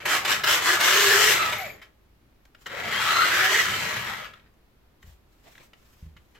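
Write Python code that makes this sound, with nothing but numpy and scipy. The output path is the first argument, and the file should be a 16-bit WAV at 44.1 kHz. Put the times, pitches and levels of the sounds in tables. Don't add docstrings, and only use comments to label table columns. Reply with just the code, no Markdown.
import sys
import numpy as np
from scipy import signal
from scipy.fft import rfft, irfft, next_fast_len
from scipy.io import wavfile
from scipy.ndimage import map_coordinates

SR = 44100
rng = np.random.default_rng(int(sys.argv[2]) if len(sys.argv) > 2 else 0)


def generate_wav(sig):
    pcm = np.round(np.clip(np.atleast_2d(sig).T, -1, 1) * 32767).astype(np.int16)
    wavfile.write(sys.argv[1], SR, pcm)


N = 281799

# on and off in seconds, added gear level in dB.
PRESSES = [(.045, .15, 3), (.245, .325, 4.5), (.435, .55, 5.5), (.61, .735, 4), (0.801, 1.337, 5.5),
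           (2.66, 3.6, 3)]
# time in seconds, tooth rate in Hz.
RUN_IN = [(.79, 1051), (.84, 1599), (1.0, 1799), (1.13, 1797), (1.25, 1910), (1.31, 1902), (1.365, 1331),
          (1.48, 1281), (1.55, 876), (1.63, 722), (1.71, 451.8), (1.81, 260.2)]
RUN_OUT = [(2.66, 399.6), (2.75, 559), (2.87, 690.6), (3.07, 1236), (3.22, 1351), (3.42, 1687),
           (3.61, 1928), (3.67, 1379), (4.09, 884.2), (4.25, 579.2), (4.31, 370.8), (4.48, 211)]
# tooth rate in Hz, level in dB.
GEAR_LOUDNESS = [(200, -72.5), (400, -53), (600, -43), (800, -37), (1100, -31.5), (1400, -30), (1900, -28)]
TRIPS = [(0, 1.81, -5.5, -5.5, 3, -11, -4), (2.66, 4.5, -4.5, -6, -1.04, -19.5, 2)]
# frequency in Hz, level in dB.
SHELL_COLOUR = [(200, -41), (340, -9.5), (520, -11), (650, -11), (930, -8), (1300, -3), (1700, -4),
                (2050, -0.5), (2650, -6), (3200, -15.5), (4100, -19), (5200, -25), (9000, -56)]
GEARBOX_COLOUR = [(1500, -29.5), (2400, -10), (2900, 10), (3300, 3.5), (3800, -4), (4300, -13.5),
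                  (5000, -13.5), (8000, -40)]
SIZZLE_COLOUR = [(1500, -45), (3000, -14.5), (4200, 0), (5200, 3.5), (6500, 3), (7800, 1), (8800, -9),
                 (10200, -7.5), (12500, -1.5), (14000, -7), (16000, -13.5)]
TYRE_COLOUR = [(40, -32.5), (80, -7.5), (115, -3.5), (150, -9.5), (210, -6.5), (270, -21.5), (500, -19.5),
               (1000, -46.5)]
# frequency in Hz, width in Hz, boost in dB.
PANEL_NOTES = [(618, 43, 6), (1332, 34, 3.5), (1568, 23, 4), (1693, 64, 5.5), (1920, 55, 5), (2850, 60, 3),
               (3090, 86, 3), (3590, 120, 2), (4040, 43, 2.5), (7800, 180, 2)]
# tooth rate in Hz, level in dB.
WHINE_LEVELS = [(450, -7), (600, -3), (760, -1), (900, -10.5), (1150, -7), (1310, 2), (1500, -2),
                (1680, -1), (1900, -1.5)]
# time in seconds, distance in metres.
DISTANCE = [(0, 1.7), (.75, 1.2), (1.6, 0.19), (2.95, 0.4), (3.25, 0.66), (3.8, 1.89), (4.3, 1.67)]
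# time in seconds, level in dB.
TYRE_LEVELS = [(0, -66), (.06, -53), (1.0, -51), (1.4, -47.5), (1.75, -56.5), (1.81, -71), (2.66, -60.5),
               (2.88, -47.5), (3.62, -50.5), (3.73, -43.5), (4.14, -51.5), (4.45, -73.5)]
# start in seconds, level in dB, treble offset in dB,
# seconds to fade by 60 dB.
CLACKS = [(.053, -21, -16, 0.086), (.247, -21, -16, 0.089), (.435, -19.5, -15, 0.08), (.8, -20, -13, 0.075),
          (1.422, -20.5, -24.5, .06), (1.522, -18.5, -20, 0.052), (1.814, -45, -20.5, 0.13),
          (2.452, -43.5, -12.5, 0.017), (2.547, -38.5, -22, .02), (2.658, -30.5, -24, 0.062),
          (2.664, -29, -14.5, 0.028), (4.259, -34.5, -25, .03), (4.335, -32.5, -23, 0.02),
          (4.394, -48.5, -27, 0.029), (4.538, -58, -8, 0.0136), (5.026, -40, -16.5, 0.022),
          (5.551, -41, -23, 0.027), (5.578, -40, -18, 0.0211), (5.732, -37, -21.5, 0.0193),
          (6.164, -48, -21, 0.056), (6.346, -52, -21, 0.11)]
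# time in seconds, pitch in Hz, level in dB.
AXLE_SQUEAL = [(1.53, 2100, -62), (1.585, 2190, -46), (1.65, 2315, -42.5), (1.69, 2380, -46.5),
               (1.74, 2300, -55), (1.79, 2200, -78)]
GEAR_WHISTLE = [(2.9, 2984, -61), (2.97, 3168, -37.5), (3.05, 3420, -40), (3.125, 4092, -36),
                (3.3, 4170, -41), (3.37, 4190, -66)]
# multiple of the pitch, level in dB.
AXLE_TONES = [(1, -2.5), (2, -14), (3, -9), (5.5, -3)]
# start and end in seconds, level in dB.
BRUSHES = [(2.57, 2.633, -60.5), (5.0, 5.11, -63), (5.271, 5.42, -73.5), (5.42, 5.647, -64),
           (5.738, 6.073, -68.5), (6.176, 6.379, -75)]
# start in seconds, level in dB.
THUMPS = [(5.042, -43), (5.076, -43.5), (6.026, -34.5), (6.064, -41.5), (6.16, -43)]
# pitch in Hz, level in dB, seconds to fade by 60 dB.
BOARD_NOTES = [(60.5, -9.5, 0.37), (77.8, -3, 0.29), (108.1, 1, 0.062), (153, -9, 0.11)]
# middle in seconds, level in dB, half the length in seconds.
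SCUFFS = [(5.476, -55, 0.022), (5.607, -55.5, 0.021), (6.374, -64, 0.025)]
# frequency in Hz, level in dB.
CLOTH_COLOUR = [(300, -4.5), (1200, -0.5), (2500, -1.5), (4500, -5.5), (7500, -6.5), (9500, -14.5),
                (13000, -7), (16000, -12.5)]
SCUFF_COLOUR = [(200, -8), (550, 2), (1000, -6), (1500, -11), (2200, -6), (5000, -16.5), (9000, -35),
                (16000, -37)]
AIR_COLOUR = [(25, -8), (55, -1), (75, -10), (110, -11.5), (150, -15.5), (220, -15), (260, -17),
              (330, -17.5), (600, -24.5), (1500, -30), (4000, -37.5), (9000, -47.5), (13000, -40.5),
              (16000, -46.5)]
# frequency in Hz, seconds to fade by 60 dB.
ECHO_TIMES = [(100, 0.89), (1000, 0.32), (4000, 0.23), (14000, 0.21)]
# frequency in Hz, level in dB against the direct sound.
ECHO_LEVELS = [(100, -17), (300, -6), (700, 0.5), (2000, -3.5), (5000, -0.5), (14000, 4)]
# frequency in Hz, left minus right in dB.
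LEFT_LEAN = [(100, 0.5), (300, 2), (600, 1.65), (1400, 2.3), (2800, 1.5), (5000, -0.5), (9000, -3),
             (13000, 4)]

CREEP_HZ, BLIP_HZ, BLIP_STEP_HZ = 569.3, 1496, 85
FULL_SPEED_HZ, TEETH_PER_HUM = 1800, 4.47
RASP_DB_PER_OCTAVE, SIZZLE_DB_PER_OCTAVE, WHINE_DB_PER_OCTAVE, HUM_DB_PER_OCTAVE = 1.1, 4, 3, 29.5
STRAIN_DB_PER_OCTAVE = 2
NEAR_M, WHINE_LOSS_DB_PER_M = 0.65, 7.5
AIR_DB, TOP_HZ = -60, 15900


def amp(db):
    return 10 ** (np.asarray(db) / 20)


def unit(x):
    return x / np.sqrt(np.mean(x ** 2) + 1e-20)


def along(points, hz):
    freqs, values = np.transpose(points)
    return np.interp(np.log(hz + 1), np.log(freqs + 1), values)


def curves(rows):
    times, *columns = np.transpose(rows)
    return [np.interp(np.arange(N) / SR, times, column) for column in columns]


def wobble(rate):
    values = rng.standard_normal(int(N * rate / SR) + 4)
    return unit(map_coordinates(values, [np.arange(N) * rate / SR]))


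def held(start, end, rise_s, fall_s):
    t = np.arange(N) / SR
    rise = 1 - np.exp(-np.clip(t - start, 0, max(end - start, 0)) / rise_s)
    return rise * np.exp(-np.maximum(t - end, 0) / fall_s)


def stereo_noise(size, width):
    mid, side = rng.standard_normal((2, size))
    return np.array([mid + width * side, mid - width * side])


def filtered(x, response):
    size = next_fast_len(N + SR // 2)
    return irfft(rfft(x, size) * response(np.fft.rfftfreq(size, 1 / SR)), size)[..., :N]


def ring(x, colour, notes=(), size=4096):
    f = np.fft.rfftfreq(size, 1 / SR)
    notes_db = sum(db / (1 + (2 * (f - hz) / width) ** 2) for hz, width, db in notes)
    cepstrum = irfft(np.log(amp(along(colour, f) + notes_db)))
    cepstrum[1:size // 2] *= 2
    cepstrum[size // 2 + 1:] = 0
    body = irfft(np.exp(rfft(cepstrum)))
    return signal.fftconvolve(np.atleast_2d(x), body[None] / np.linalg.norm(body), axes=1)[:, :N]


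def tooth_rate():
    t = np.arange(N) / SR
    blips = [(on, off) for on, off, _ in PRESSES if off - on < .3]
    rates = [(BLIP_HZ + k * BLIP_STEP_HZ) * held(on, off, rise_s=.036, fall_s=.14)
             for k, (on, off) in enumerate(blips)]
    rates += [np.interp(t, *np.transpose(run), left=0, right=0) for run in (RUN_IN, RUN_OUT)]
    rates.append(np.where(t < RUN_IN[0][0], CREEP_HZ, GEAR_LOUDNESS[0][0]))
    return np.max(rates, axis=0)


def tooth_blows(teeth_passed, scatter, uneven_db, rebound, lag_s):
    teeth = np.arange(1, int(teeth_passed[-1]))
    blows = np.zeros((2, N))
    for offset, force in (0, 1), (.5, -rebound):
        when, size, place = rng.standard_normal((len(teeth), 3)).T
        at = np.interp(teeth + offset + scatter * when if offset == 0 else teeth + offset + when,
                       teeth_passed, np.arange(N))
        for ear, side in enumerate((.5, -.5)):
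            arrival = np.clip(at + side * lag_s * SR * place, 0, N - 1).astype(int)
            blows[ear] += force * np.bincount(arrival, amp(uneven_db * size), N)
    return unit(blows / np.sqrt(np.abs(np.gradient(teeth_passed)) + 1e-6))


def gear_whine(teeth_passed, tooth_hz, throttle):
    beyond_m = np.maximum(curves(DISTANCE)[0] - NEAR_M, 0)
    blur = .4 + .8 * throttle + .5 * beyond_m
    jitter = wobble(300) + .5 * np.array([wobble(250), wobble(250)])
    phase = 2 * np.pi * teeth_passed + blur * jitter
    tones = np.sin(phase) + amp(-12.5) * np.sin(2 * phase) + amp(-17.5) * np.sin(3 * phase)
    flutter = amp(3 * wobble(130) + 2 * wobble(30))
    loss_db = WHINE_LOSS_DB_PER_M * beyond_m * (1 - throttle)
    return amp(along(WHINE_LEVELS, tooth_hz) - loss_db) * unit(tones * flutter)


def motor_hum(tooth_hz):
    phase = 2 * np.pi * np.cumsum(tooth_hz / TEETH_PER_HUM) / SR + .55 * wobble(110)
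    return unit((np.sin(phase) + amp(-13) * np.sin(2 * phase)) * amp(1.8 * wobble(55)))


def tyre_rumble():
    bumps = stereo_noise(N, width=.091) * amp(.82 * wobble(35))
    return amp(curves(TYRE_LEVELS)[0]) * unit(ring(bumps, TYRE_COLOUR))


def drive():
    tooth_hz = tooth_rate()
    octaves = np.log2(tooth_hz / FULL_SPEED_HZ)
    presses = np.array([held(on, off, rise_s=.014, fall_s=.031) for on, off, _ in PRESSES])
    throttle = presses.sum(axis=0)
    load_db = np.array(PRESSES)[:, 2] @ presses - STRAIN_DB_PER_OCTAVE * octaves * throttle
    gear_db = along(GEAR_LOUDNESS, tooth_hz) + load_db
    trip_levels = [(s, *row[2:]) for row in TRIPS for s in row[:2]]
    rasp_db, sizzle_db, treble_db, hum_db, whine_db = curves(trip_levels)
    rasp_db += RASP_DB_PER_OCTAVE * octaves
    sizzle_db += SIZZLE_DB_PER_OCTAVE * octaves
    whine_db += WHINE_DB_PER_OCTAVE * octaves
    hum_db += HUM_DB_PER_OCTAVE * octaves
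    teeth_passed = np.cumsum(tooth_hz * (1 + .016 * wobble(45))) / SR
    flutter_db = .64 * np.sin(2 * np.pi * teeth_passed / 26) + 1.1 * wobble(60)
    blows = tooth_blows(teeth_passed, scatter=.32, uneven_db=3, rebound=.9, lag_s=.00006)
    chatter = amp(flutter_db) * unit(ring(blows, SHELL_COLOUR, PANEL_NOTES))
    rasp = amp(rasp_db + flutter_db) * unit(ring(blows, GEARBOX_COLOUR, PANEL_NOTES))
    sizzle = amp(sizzle_db + .79 * flutter_db) * unit(ring(blows, SIZZLE_COLOUR, PANEL_NOTES))
    treble = amp(treble_db * throttle) * (rasp + sizzle)
    whine = amp(whine_db * throttle) * gear_whine(teeth_passed, tooth_hz, throttle)
    hum = amp(hum_db) * motor_hum(tooth_hz)
    moving = sum(held(start, stop, rise_s=.003, fall_s=.01) for start, stop, *_ in TRIPS)
    return moving * (amp(gear_db) * (chatter + treble + whine + hum) + tyre_rumble())


def clacks():
    t = np.arange(SR // 5) / SR
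    knock, snap = np.zeros((2, 2, N + SR))
    for start, db, treble_db, fade_s in CLACKS:
        flurry = stereo_noise(len(t), width=.22) * amp(-60 * t / fade_s) * (1 - np.exp(-t / .0048))
        span = slice(round(start * SR), round(start * SR) + len(t))
        knock[:, span] += amp(db + 3) * flurry
        snap[:, span] += amp(db + treble_db + 11) * flurry
    shell = ring(knock, SHELL_COLOUR, PANEL_NOTES)
    gearbox = amp(-5) * ring(knock, GEARBOX_COLOUR, PANEL_NOTES)
    return shell + gearbox + ring(snap, SIZZLE_COLOUR)


def squeal(track, tones, roughness):
    pitch_hz, db = curves(track)
    phase = 2 * np.pi * np.cumsum(pitch_hz * (1 + roughness * wobble(700))) / SR
    t = np.arange(N) / SR
    sounding = (t > track[0][0]) & (t < track[-1][0])
    tone = sum(amp(level) * np.sin(k * phase) * amp(6 * wobble(200)) for k, level in tones)
    return amp(db) * sounding * unit(tone)


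def sleeve_brushes():
    strokes = sum(amp(db) * held(start, end, rise_s=.04, fall_s=.035) for start, end, db in BRUSHES)
    return ring(strokes * amp(2 * wobble(76)) * stereo_noise(N, width=.8), CLOTH_COLOUR)


def thumps():
    t = np.arange(SR // 2) / SR
    out = np.zeros(N + SR)
    for start, db in THUMPS:
        boom = sum(amp(level + rng.normal(0, 3) - 60 * t / fade_s) * np.sin(2 * np.pi * hz * t)
                   for hz, level, fade_s in BOARD_NOTES)
        out[round(start * SR):][:len(t)] += amp(db) * boom * (1 - np.exp(-t / .0045))
    return out[:N]


def scuffs():
    t = np.arange(N) / SR
    strokes = sum(amp(db) * np.exp(-((t - middle) / half) ** 2) for middle, db, half in SCUFFS)
    return ring(strokes * stereo_noise(N, width=.58), SCUFF_COLOUR)


def echo_tails(count):
    hz, t, noise = signal.stft(rng.standard_normal((count, 2, SR // 3)), SR, nperseg=256)
    near_walls = 1.9 * np.exp(-t / .0027)
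    fade = amp(-60 * t / along(ECHO_TIMES, hz)[:, None]) + near_walls
    tails = signal.istft(noise * fade / np.linalg.norm(fade, axis=1, keepdims=True), SR, nperseg=256)[1]
    return tails / np.linalg.norm(tails, axis=-1, keepdims=True)


def kitchen(x, size=4096):
    starts = np.arange(0, N + size, size)
    window = np.sin(np.pi * np.arange(2 * size) / (2 * size))
    padded = np.pad(x, ((0, 0), (size, 3 * size)))
    echo = np.zeros((2, N + SR))
    for start, tail in zip(starts, echo_tails(len(starts))):
        answer = signal.fftconvolve(window * padded[:, start:start + 2 * size], tail, axes=1)
        echo[:, start:start + answer.shape[1]] += answer
    echo_gain = lambda f: amp(along(ECHO_LEVELS, f))
    direct = filtered(x, lambda f: 1 / np.hypot(1, echo_gain(f)))
    return direct + filtered(echo[:, size:size + N], lambda f: echo_gain(f) / np.hypot(1, echo_gain(f)))


def room_air():
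    shared, apart = rng.standard_normal((2, N))
    apart = filtered(apart, lambda f: along([(60, .12), (300, .53), (2000, 1)], f))
    noise = np.array([shared + apart, shared - apart])
    return amp(AIR_DB) * unit(filtered(noise, lambda f: amp(along(AIR_COLOUR, f))))


def scene():
    axle = squeal(AXLE_SQUEAL, AXLE_TONES, roughness=.035)
    whistle = squeal(GEAR_WHISTLE, tones=[(1, 0), (1.5, -12)], roughness=.018)
    truck = drive() + clacks() + axle + whistle
    sound = kitchen(truck + sleeve_brushes() + scuffs() + thumps())
    ear_gains = lambda f: amp(np.outer([.5, -.5], along(LEFT_LEAN, f)))
    return amp(2) * filtered(sound, ear_gains) + room_air()


def record(dry):
    return filtered(dry, lambda hz: hz < TOP_HZ)


dry = scene()
out = record(dry)
generate_wav(out)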